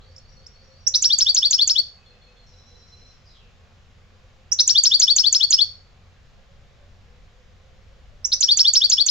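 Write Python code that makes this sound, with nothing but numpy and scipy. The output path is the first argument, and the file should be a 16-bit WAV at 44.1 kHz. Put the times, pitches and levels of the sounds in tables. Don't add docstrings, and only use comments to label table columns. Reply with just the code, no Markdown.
import sys
import numpy as np
from scipy import signal
from scipy.fft import rfft, irfft, next_fast_len
from scipy.io import wavfile
from scipy.ndimage import uniform_filter1d

SR = 44100
rng = np.random.default_rng(int(sys.argv[2]) if len(sys.argv) > 2 else 0)


def digitize_waveform(pressure):
    field = np.atleast_2d(pressure).T
    bounded = np.clip(field, -1, 1)
    quanta = np.round(bounded * 32767).astype(np.int16)
    wavfile.write(sys.argv[1], SR, quanta)


N = 401310

# time_s, pitch_hz, relative_db
CHIP = [(0, 5200, -36), (.002, 5250, -3.5), (.005, 5450, 1), (.007, 5800, -14.5), (.010, 6900, -13.5),
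        (.013, 7600, -21)]
RISE = [(0, 5320, -45), (.002, 5360, -16), (.005, 5390, -7.5), (.009, 5660, -1), (.013, 5990, -5),
        (.016, 6670, -6.5), (.019, 7040, -17), (.028, 7840, -38)]
TWIN_WEAK = [(0, 3600, -28.5), (.001, 3950, -8.5), (.003, 4200, -4), (.008, 5100, -11), (.011, 5610, -10.5),
             (.016, 6200, -13), (.023, 6150, -10.5), (.031, 5950, -9.5), (.04, 5900, -28)]
TWIN_STRONG = [(0, 3507, -22.5), (.0013, 3703, -2.5), (.003, 4065, 0), (.005, 4680, -5), (.008, 5074, -2.5),
               (.012, 5373, -1), (.016, 5680, -4), (.020, 5955, -8.5), (.027, 5900, -27)]
FALL = [(0, 7844, -38.5), (.003, 8020, -28), (.006, 7377, -12.5), (.009, 6705, 2.5), (.011, 6375, -5),
        (.014, 6130, -6.5), (.0205, 5858, -10.5), (.023, 5774, -34)]
SWOOP = [(0, 2170, -39.5), (.005, 2314, -39.5), (.009, 2776, -23), (.012, 3431, -9), (.015, 4335, -2.5),
         (.018, 4740, -4.5), (.024, 5290, -1.5), (.032, 5542, -0.5), (.038, 5459, -6.5), (.042, 5450, -8.5),
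         (.045, 5410, -34)]
SLUR = [(0, 2812, -45), (.012, 3197, -10.5), (.019, 3566, -1.5), (.025, 3693, -7), (.031, 3907, -12),
        (.039, 4463, -4.5), (.046, 4784, 0), (.052, 4590, -4), (.058, 4536, -4.5), (.061, 4554, -36.5)]
# start_s, effort_db, pan_db (left minus right)
CHIPS = [(.1605, -37.5, -1.5), (0.179, -37.5, -1), (0.464, -33, -1.5)]
# start_s, rise_effort_db, rise_pan_db, twin_after_s, twin_effort_db, twin_pan_db
OPENINGS = [(.865, -5.5, -3.5, 0.081, -7.5, 0.1), (4.5152, -7, -1.5, .0796, -5, 1.1),
            (8.2433, -9.5, -2, .0815, -8.5, -1.3)]
# start_s, effort_db, fall_pan_db, swoop_after_s, swoop_pan_db, slur_after_s, slur_pan_db
MOTIFS = [(1.0170, -7.5, -5, .0140, 1, 0.073, 3), (1.1795, -7.5, -4.5, .0155, 3.5, .0725, 2.5),
          (1.3399, -7.5, -3, .0153, 4.5, .0740, 3), (1.5027, -7, -3, .0153, 7.5, .0746, 3.5),
          (1.669, -7.5, -3.5, .0153, 6, .0766, 7.5), (4.67, -5, -3, .0122, 10, .0712, 3),
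          (4.8300, -5, -5, 0.013, 6.5, .0730, 5), (4.9923, -5, -2.24, .0151, 6.5, .0736, 8),
          (5.1567, -5.5, -2, .0154, 10.5, .0714, 10), (5.32, -6.5, 0.2, .0150, 5.5, 0.074, 8),
          (5.4999, -6, -4.5, 0.015, 1, .0751, 6), (8.4016, -6, -6.5, 0.014, 8, .0731, 1.5),
          (8.5655, -6, -8.5, .0148, 1.1, .0721, 1.6), (8.7288, -6.2, -8, .0146, 1.5, .0741, 3.25),
          (8.8923, -6, -5.5, .0145, 4.5, .0760, 7), (9.0572, -6.5, -9, .0176, 7, .0750, 3)]
WEAK_LEAD_S, WEAK_DB = 0.0069, -3.5
FALL_DB, SWOOP_DB, SLUR_DB = 0.4, 0.43, 0.72
SWOOP_SAG_PER_S, SLUR_SAG_PER_S = .017, .043
SWOOP_LIFT, LIFT_FADE_S = 0.11, .09
TICK_AFTER_S = .0087


def finch():
    song = np.zeros((2, N))
    ticks = np.zeros((2, N))
    for start_s, effort_db, pan_db in CHIPS:
        add(song, start_s, syllable(CHIP, effort_db, pan_db, overtone_db=-20))
    for start_s, rise_db, rise_pan_db, twin_after_s, twin_db, twin_pan_db in OPENINGS:
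        add(song, start_s, syllable(RISE, rise_db, rise_pan_db, overtone_db=-19.5))
        twin_s = start_s + twin_after_s
        weak = syllable(TWIN_WEAK, twin_db + WEAK_DB, twin_pan_db, overtone_db=-21)
        add(song, twin_s - WEAK_LEAD_S, weak)
        add(song, twin_s, syllable(TWIN_STRONG, twin_db, twin_pan_db, overtone_db=-20))
    for start_s, effort_db, pan_db, swoop_after_s, swoop_pan_db, slur_after_s, slur_pan_db in MOTIFS:
        sung_s = min(start_s - opening_s for opening_s, *_ in OPENINGS if opening_s < start_s)
        swoop_ratio = 1 - SWOOP_SAG_PER_S * sung_s + SWOOP_LIFT * np.exp(-sung_s / LIFT_FADE_S)
        slur_ratio = 1 - SLUR_SAG_PER_S * sung_s
        fall = syllable(FALL, effort_db + FALL_DB, pan_db, overtone_db=-19.5)
        swoop = syllable(SWOOP, effort_db + SWOOP_DB, swoop_pan_db, overtone_db=3, ratio=swoop_ratio)
        slur = syllable(SLUR, effort_db + SLUR_DB, slur_pan_db, overtone_db=-25, ratio=slur_ratio)
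        add(song, start_s, fall)
        add(ticks, start_s + TICK_AFTER_S, tick(effort_db + FALL_DB, pan_db))
        add(song, start_s + swoop_after_s, swoop)
        add(song, start_s + slur_after_s, slur)
    return song + ticks + reflections(song)


# harmonic_hz, gain_db
THROAT = [(4200, 7), (4700, 13), (5400, 15), (6000, -6.5), (6600, -36), (16000, -62.5)]
# freq_hz, left_lead_rad
MIC_PHASE = [(2800, -0.69), (4100, -0.63), (4650, -1.884), (5900, -1.06), (6500, -1.59), (8100, 0.89)]
# freq_hz, pan_db
MIC_TILT = [(2800, -2.1), (3500, -2.4), (4200, 6), (4700, -1.5), (5500, -3.8), (6500, 3), (8000, -0.9)]
TURN_LOSS_DB_PER_DB = .45


def syllable(contour, effort_db, pan_db, overtone_db, ratio=1):
    time_s, pitch_hz, relative_db = np.transpose(contour)
    t = np.arange(0, time_s[-1], 1 / SR)
    hz = ratio * uniform_filter1d(np.interp(t, time_s, pitch_hz), size=30)
    contour_db = uniform_filter1d(np.interp(t, time_s, relative_db), size=30)
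    level_db = effort_db - TURN_LOSS_DB_PER_DB * abs(pan_db) + contour_db
    envelope = gain_of(level_db) * signal.windows.tukey(len(t), .05)
    phase = 2 * np.pi * (np.cumsum(hz) / SR + rng.random())
    side = np.array([[.5], [-.5]])
    balance = gain_of(side * (pan_db + lookup(MIC_TILT, hz)))
    fundamental = np.sin(phase + side * lookup(MIC_PHASE, hz))
    overtone = np.sin(2 * phase + side * lookup(MIC_PHASE, 2 * hz))
    return envelope * balance * (fundamental + gain_of(overtone_db + lookup(THROAT, 2 * hz)) * overtone)


def tick(effort_db, pan_db, offset_db=-22, width_s=.00013, centre_hz=2500):
    t = np.arange(-40, 41) / SR
    click = np.exp(-(t / width_s) ** 2) * np.sin(2 * np.pi * centre_hz * t)
    peak_db = effort_db - TURN_LOSS_DB_PER_DB * abs(pan_db) + offset_db
    return gain_of(peak_db + np.array([[.5], [-.5]]) * pan_db) * click / abs(click).max()


# freq_hz, gain_db
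ROOM_COLOUR = [(3000, -0.5), (3600, 0), (4050, -5), (4600, 4), (5500, 0.5), (6000, 4), (6600, -2),
               (7500, -3.5)]
# nominal_delay_s, gain_db
ECHOES = [(.0031, -18), (.0062, -11.5), (0.0095, -19.5), (0.018, -12)]


def reflections(song, tail_db=-13):
    mono = filtered(song.mean(0), lambda hz: gain_of(lookup(ROOM_COLOUR, hz)))
    echoes = np.zeros((2, N))
    for delay_s, gain_db in ECHOES:
        for channel in echoes:
            add(channel, delay_s * rng.uniform(0.57, 1.1), gain_of(gain_db) * mono)
    return echoes + gain_of(tail_db) * reverb(mono, t60_scale=0.73, predelay_s=0.0031)


# freq_hz, base_t60_s
ROOM_DECAY = [(2500, 0.26), (4500, 0.5), (6600, 0.45), (9000, 0.25)]


def reverb(mono, t60_scale, predelay_s, sway_hz=2.3):
    size, step = SR // 2, 20
    out = np.zeros((2, N))
    sway = np.pi * sway_hz * np.arange(N) / SR
    for k in range(3):
        slots = np.arange(round(predelay_s * SR), size - step, step)
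        positions = slots + rng.integers(0, step, (2, size))[:, :len(slots)]
        signs = rng.choice([-1., 1.], (2, size))[:, :len(slots)]
        taps = np.zeros((2, size))
        np.put_along_axis(taps, positions, signs, 1)
        hz, t, spectra = signal.stft(taps, SR, nperseg=128)
        t60_s = t60_scale * lookup(ROOM_DECAY, hz)[:, None]
        tail = signal.istft(spectra * gain_of(-60 * t / t60_s), SR, nperseg=128)[1]
        tail /= np.linalg.norm(tail[0])
        crossfade = np.sqrt(2 / 3) * np.cos(sway + k * np.pi / 3)
        out += signal.oaconvolve((mono * crossfade)[None], tail, axes=1)[:, :N]
    return out


# first_s, until_s, period_s, length_s, start_hz, end_hz, level_db, rasp_hz
FAR_SERIES = [(.012, .708, 0.17, 0.13, 4230, 4587, -62, 130.2),
              (.282, .804, 0.17, 0.097, 5730, 5580, -61.5, 89.8),
              (.11, .806, 0.16, 0.083, 4830, 4850, -66.5, 125.),
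              (1.953, 2.275, 0.15, 0.093, 2590, 2578, -66, 39.9),
              (2.052, 2.366, .157, .09, 4300, 4243, -58.5, 69.7),
              (2.052, 2.366, 0.15, 0.06, 3477, 3425, -61, 60.1),
              (2.455, 3.05, 0.1, .1, 5814, 5287, -61.1, 596)]
# start_s, length_s, start_hz, end_hz, level_db, rasp_hz
FAR_NOTES = [(0, .06, 3300, 3250, -65, 119.4), (0, 0.069, 3850, 3981, -66, 159),
             (0.095, .05, 5500, 5500, -65, 150.), (3.244, .1, 5800, 5300, -65.5, 500.),
             (3.249, .084, 4900, 4900, -59.5, 201), (3.283, .11, 4150, 3806, -61.5, 324.),
             (3.338, .09, 3500, 3030, -60.5, 350.), (3.398, .12, 2813, 2550, -63.5, 331)]
# start_s, length_s, start_hz, end_hz, level_db, rasp_hz
WHISTLE = (2.5, 0.63, 3951, 4086, -62, 25.5)


def far_bird(throb_hz=23, throb_depth=.7, swell_db=3):
    song = np.zeros((2, N))
    for first_s, until_s, period_s, *note in FAR_SERIES:
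        for start_s in np.arange(first_s, until_s + period_s / 2, period_s):
            add(song, start_s, far_note(*note))
    for start_s, *note in FAR_NOTES:
        add(song, start_s, far_note(*note))
    start_s, *note = WHISTLE
    whistle = far_note(*note)
    t = np.arange(whistle.shape[1]) / SR
    throb = 1 - throb_depth * np.sin(np.pi * throb_hz * t) ** 2
    add(song, start_s, whistle * throb * gain_of(swell_db * t / t[-1]))
    return song + gain_of(-1) * reverb(song[0], t60_scale=1.05, predelay_s=.003)


def far_note(length_s, start_hz, end_hz, level_db, rasp_hz, blur_hz=33):
    progress = np.linspace(0, 1, round(length_s * SR))
    edges = signal.windows.tukey(len(progress), 0.035 / length_s)
    tone = fuzzy_tone(start_hz + (end_hz - start_hz) * progress ** 0.55, rasp_hz + blur_hz)
    return gain_of(level_db - 0.47 * progress / length_s) * edges * tone


# start_s, length_s, start_hz, end_hz, level_db
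COOS = [(0, 0.99, 518, 532, -62.5), (2.05, .6, 477.4, 508, -64), (2.7, 0.35, 495, 463, -64),
        (3.95, 0.51, 479.7, 530, -66), (6.35, 0.68, 525, 582, -64.5), (7.02, 1.05, 462, 546, -64.5),
        (8.1, 0.44, 589, 595, -63.5)]


def coo(swell_db=1, throb_hz=3.5, throb_depth=0.54):
    out = np.zeros((2, N))
    for start_s, length_s, start_hz, end_hz, level_db in COOS:
        progress = np.linspace(0, 1, round(length_s * SR))
        arch_db = swell_db * (np.sin(np.pi * progress ** 0.84) - 1)
        envelope = gain_of(level_db + arch_db) * signal.windows.tukey(len(progress), .15)
        tone = fuzzy_tone(start_hz + (end_hz - start_hz) * progress ** .6, width_hz=22)
        throb_phase = np.pi * throb_hz * length_s * progress + 2 * np.pi * rng.random()
        add(out, start_s, tone * envelope * (1 - throb_depth * np.sin(throb_phase) ** 2))
    return out


# freq_hz, relative_density_db
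RUMBLE_SPECTRUM = [(12, -33.5), (20, -5), (92, -8.5), (119, -13), (252, -21), (292, -45), (331, -27),
                   (508, -21.5), (652, -26.5), (703, -23.5), (950, -30.5), (1050, -27), (3590, -31.5),
                   (6880, -40), (8000, -53.5), (10400, -86.5), (17600, -120)]
# freq_hz, coherence
RUMBLE_COHERENCE = [(60, 0.69), (160, 0.81), (420, 0.66), (1130, 0.61), (2990, 0.3), (7950, 0.73)]
# time_s, relative_db
GUSTS = [(0.0, -56), (1.39, -58.5), (1.54, -59.5), (3.45, -56.5), (4.87, -60), (4.99, -63.5), (5.6, -58),
         (6.11, -58.5), (6.26, -52.5), (7.58, -55.5), (8.079, -48.5), (8.39, -58.5), (9.1, -58.5)]


def rumble(level_db=-52.5, patch_db=.8, gust_corner_hz=94):
    size, hop = 2048, 512
    frames = N // hop + 5
    hz = np.fft.rfftfreq(size, 1 / SR)
    left_re, left_im, other_re, other_im, patches = rng.standard_normal((frames, len(hz), 5)).T
    patches = unit_rms(uniform_filter1d(uniform_filter1d(patches, 16, 0), 8, 1))
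    time_s, relative_db = np.transpose(GUSTS)
    gust_db = np.interp(np.arange(frames) * hop / SR, time_s, relative_db - relative_db.mean())
    bass_gust_db = gust_db / (1 + (hz[:, None] / gust_corner_hz) ** 4)
    coherence = lookup(RUMBLE_COHERENCE, hz)[:, None]
    left = left_re + 1j * left_im
    right = coherence * left + np.sqrt(1 - coherence ** 2) * (other_re + 1j * other_im)
    gain = gain_of(lookup(RUMBLE_SPECTRUM, hz)[:, None] + patch_db * patches + bass_gust_db)
    noise = signal.istft(np.array([left, right]) * gain, nperseg=size, noverlap=size - hop)[1]
    return gain_of(level_db) * unit_rms(noise[:, :N])


# pitch_hz, width_hz, level_db
HUM = [(44, 2.2, -62), (89, 5.3, -58.5), (131, 3.3, -72.5)]


def hum():
    return sum(gain_of(db) * fuzzy_tone(np.full(N, hz), width_hz)[0] for hz, width_hz, db in HUM)


def fuzzy_tone(hz, width_hz):
    pole = np.exp(-np.pi * width_hz / SR)
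    settle = SR // 20
    noise = rng.standard_normal((3, len(hz) + settle, 2)) @ [1, 1j]
    envelope = noise[0] + .6 * noise[1:]
    for _ in range(2):
        envelope = signal.lfilter([1], [1, -pole], envelope)
    carrier = np.exp(2j * np.pi * np.cumsum(hz) / SR)
    return unit_rms((envelope[:, settle:] * carrier).real)


def gain_of(db):
    return 10 ** (np.asarray(db) / 20)


def unit_rms(x):
    return x / np.sqrt(np.mean(x ** 2) + 1e-20)


def lookup(table, hz):
    freq_hz, value = np.transpose(table)
    return np.interp(np.log(hz + 1), np.log(freq_hz + 1), value)


def add(mix, start_s, sound):
    part = mix[..., round(start_s * SR):][..., :sound.shape[-1]]
    part += sound[..., :part.shape[-1]]


def filtered(x, gain):
    size = next_fast_len(N + SR)
    return irfft(rfft(x, size) * gain(np.fft.rfftfreq(size, 1 / SR)), size)[..., :N]


def scene():
    return finch() + far_bird() + coo() + rumble() + hum()


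# freq_hz, gain_db
INPUT_FILTER = [(7000, 0.), (7500, 2.5), (8000, -2.5), (8400, -30), (9000, -58.5)]
# freq_hz, gain_db
MIRROR_GAIN = [(8000, -8), (8600, -21.5), (9500, -51), (10500, -46.5), (11500, -51.5), (13000, -60)]
# freq_hz, relative_density_db
HISS_SPECTRUM = [(100, 2), (1000, -3.5), (3000, 0.5), (8000, -9), (16000, -12.5)]
SHIFT_HZ, MIRROR_HZ, BAND_LIMIT_HZ = 3908, 8000, 15800
HISS_GAIN_DB, SELF_NOISE_DB = -32.5, -84


def record(dry):
    t = np.arange(N) / SR
    treble = filtered(dry, lambda hz: hz > SHIFT_HZ)
    shifted = treble * gain_of(-29) * np.cos(2 * np.pi * SHIFT_HZ * t)
    lowered = filtered(shifted, lambda hz: (hz < SHIFT_HZ) / (1 + (400 / (hz + 1)) ** 2))
    folded = treble * gain_of(-32) * np.cos(2 * np.pi * (2 * MIRROR_HZ - SHIFT_HZ) * t)
    passed = filtered(dry + lowered + folded, lambda hz: gain_of(lookup(INPUT_FILTER, hz)))
    flipped = passed * 2 * np.cos(4 * np.pi * MIRROR_HZ * t)
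    mirror = filtered(flipped, lambda hz: gain_of(lookup(MIRROR_GAIN, hz)) * (hz > MIRROR_HZ))
    loudness = abs(uniform_filter1d(dry ** 2, size=500)) ** 0.52
    noise = filtered(rng.standard_normal((2, N)), lambda hz: gain_of(lookup(HISS_SPECTRUM, hz)))
    hiss = gain_of(HISS_GAIN_DB) * loudness * unit_rms(noise)
    self_noise = gain_of(SELF_NOISE_DB) * rng.standard_normal((2, N))
    lowpass = signal.firwin(511, BAND_LIMIT_HZ, window=("kaiser", 9), fs=SR)
    return signal.oaconvolve(passed + mirror + hiss + self_noise, lowpass[None], "same")


dry = scene()
out = record(dry)
digitize_waveform(out)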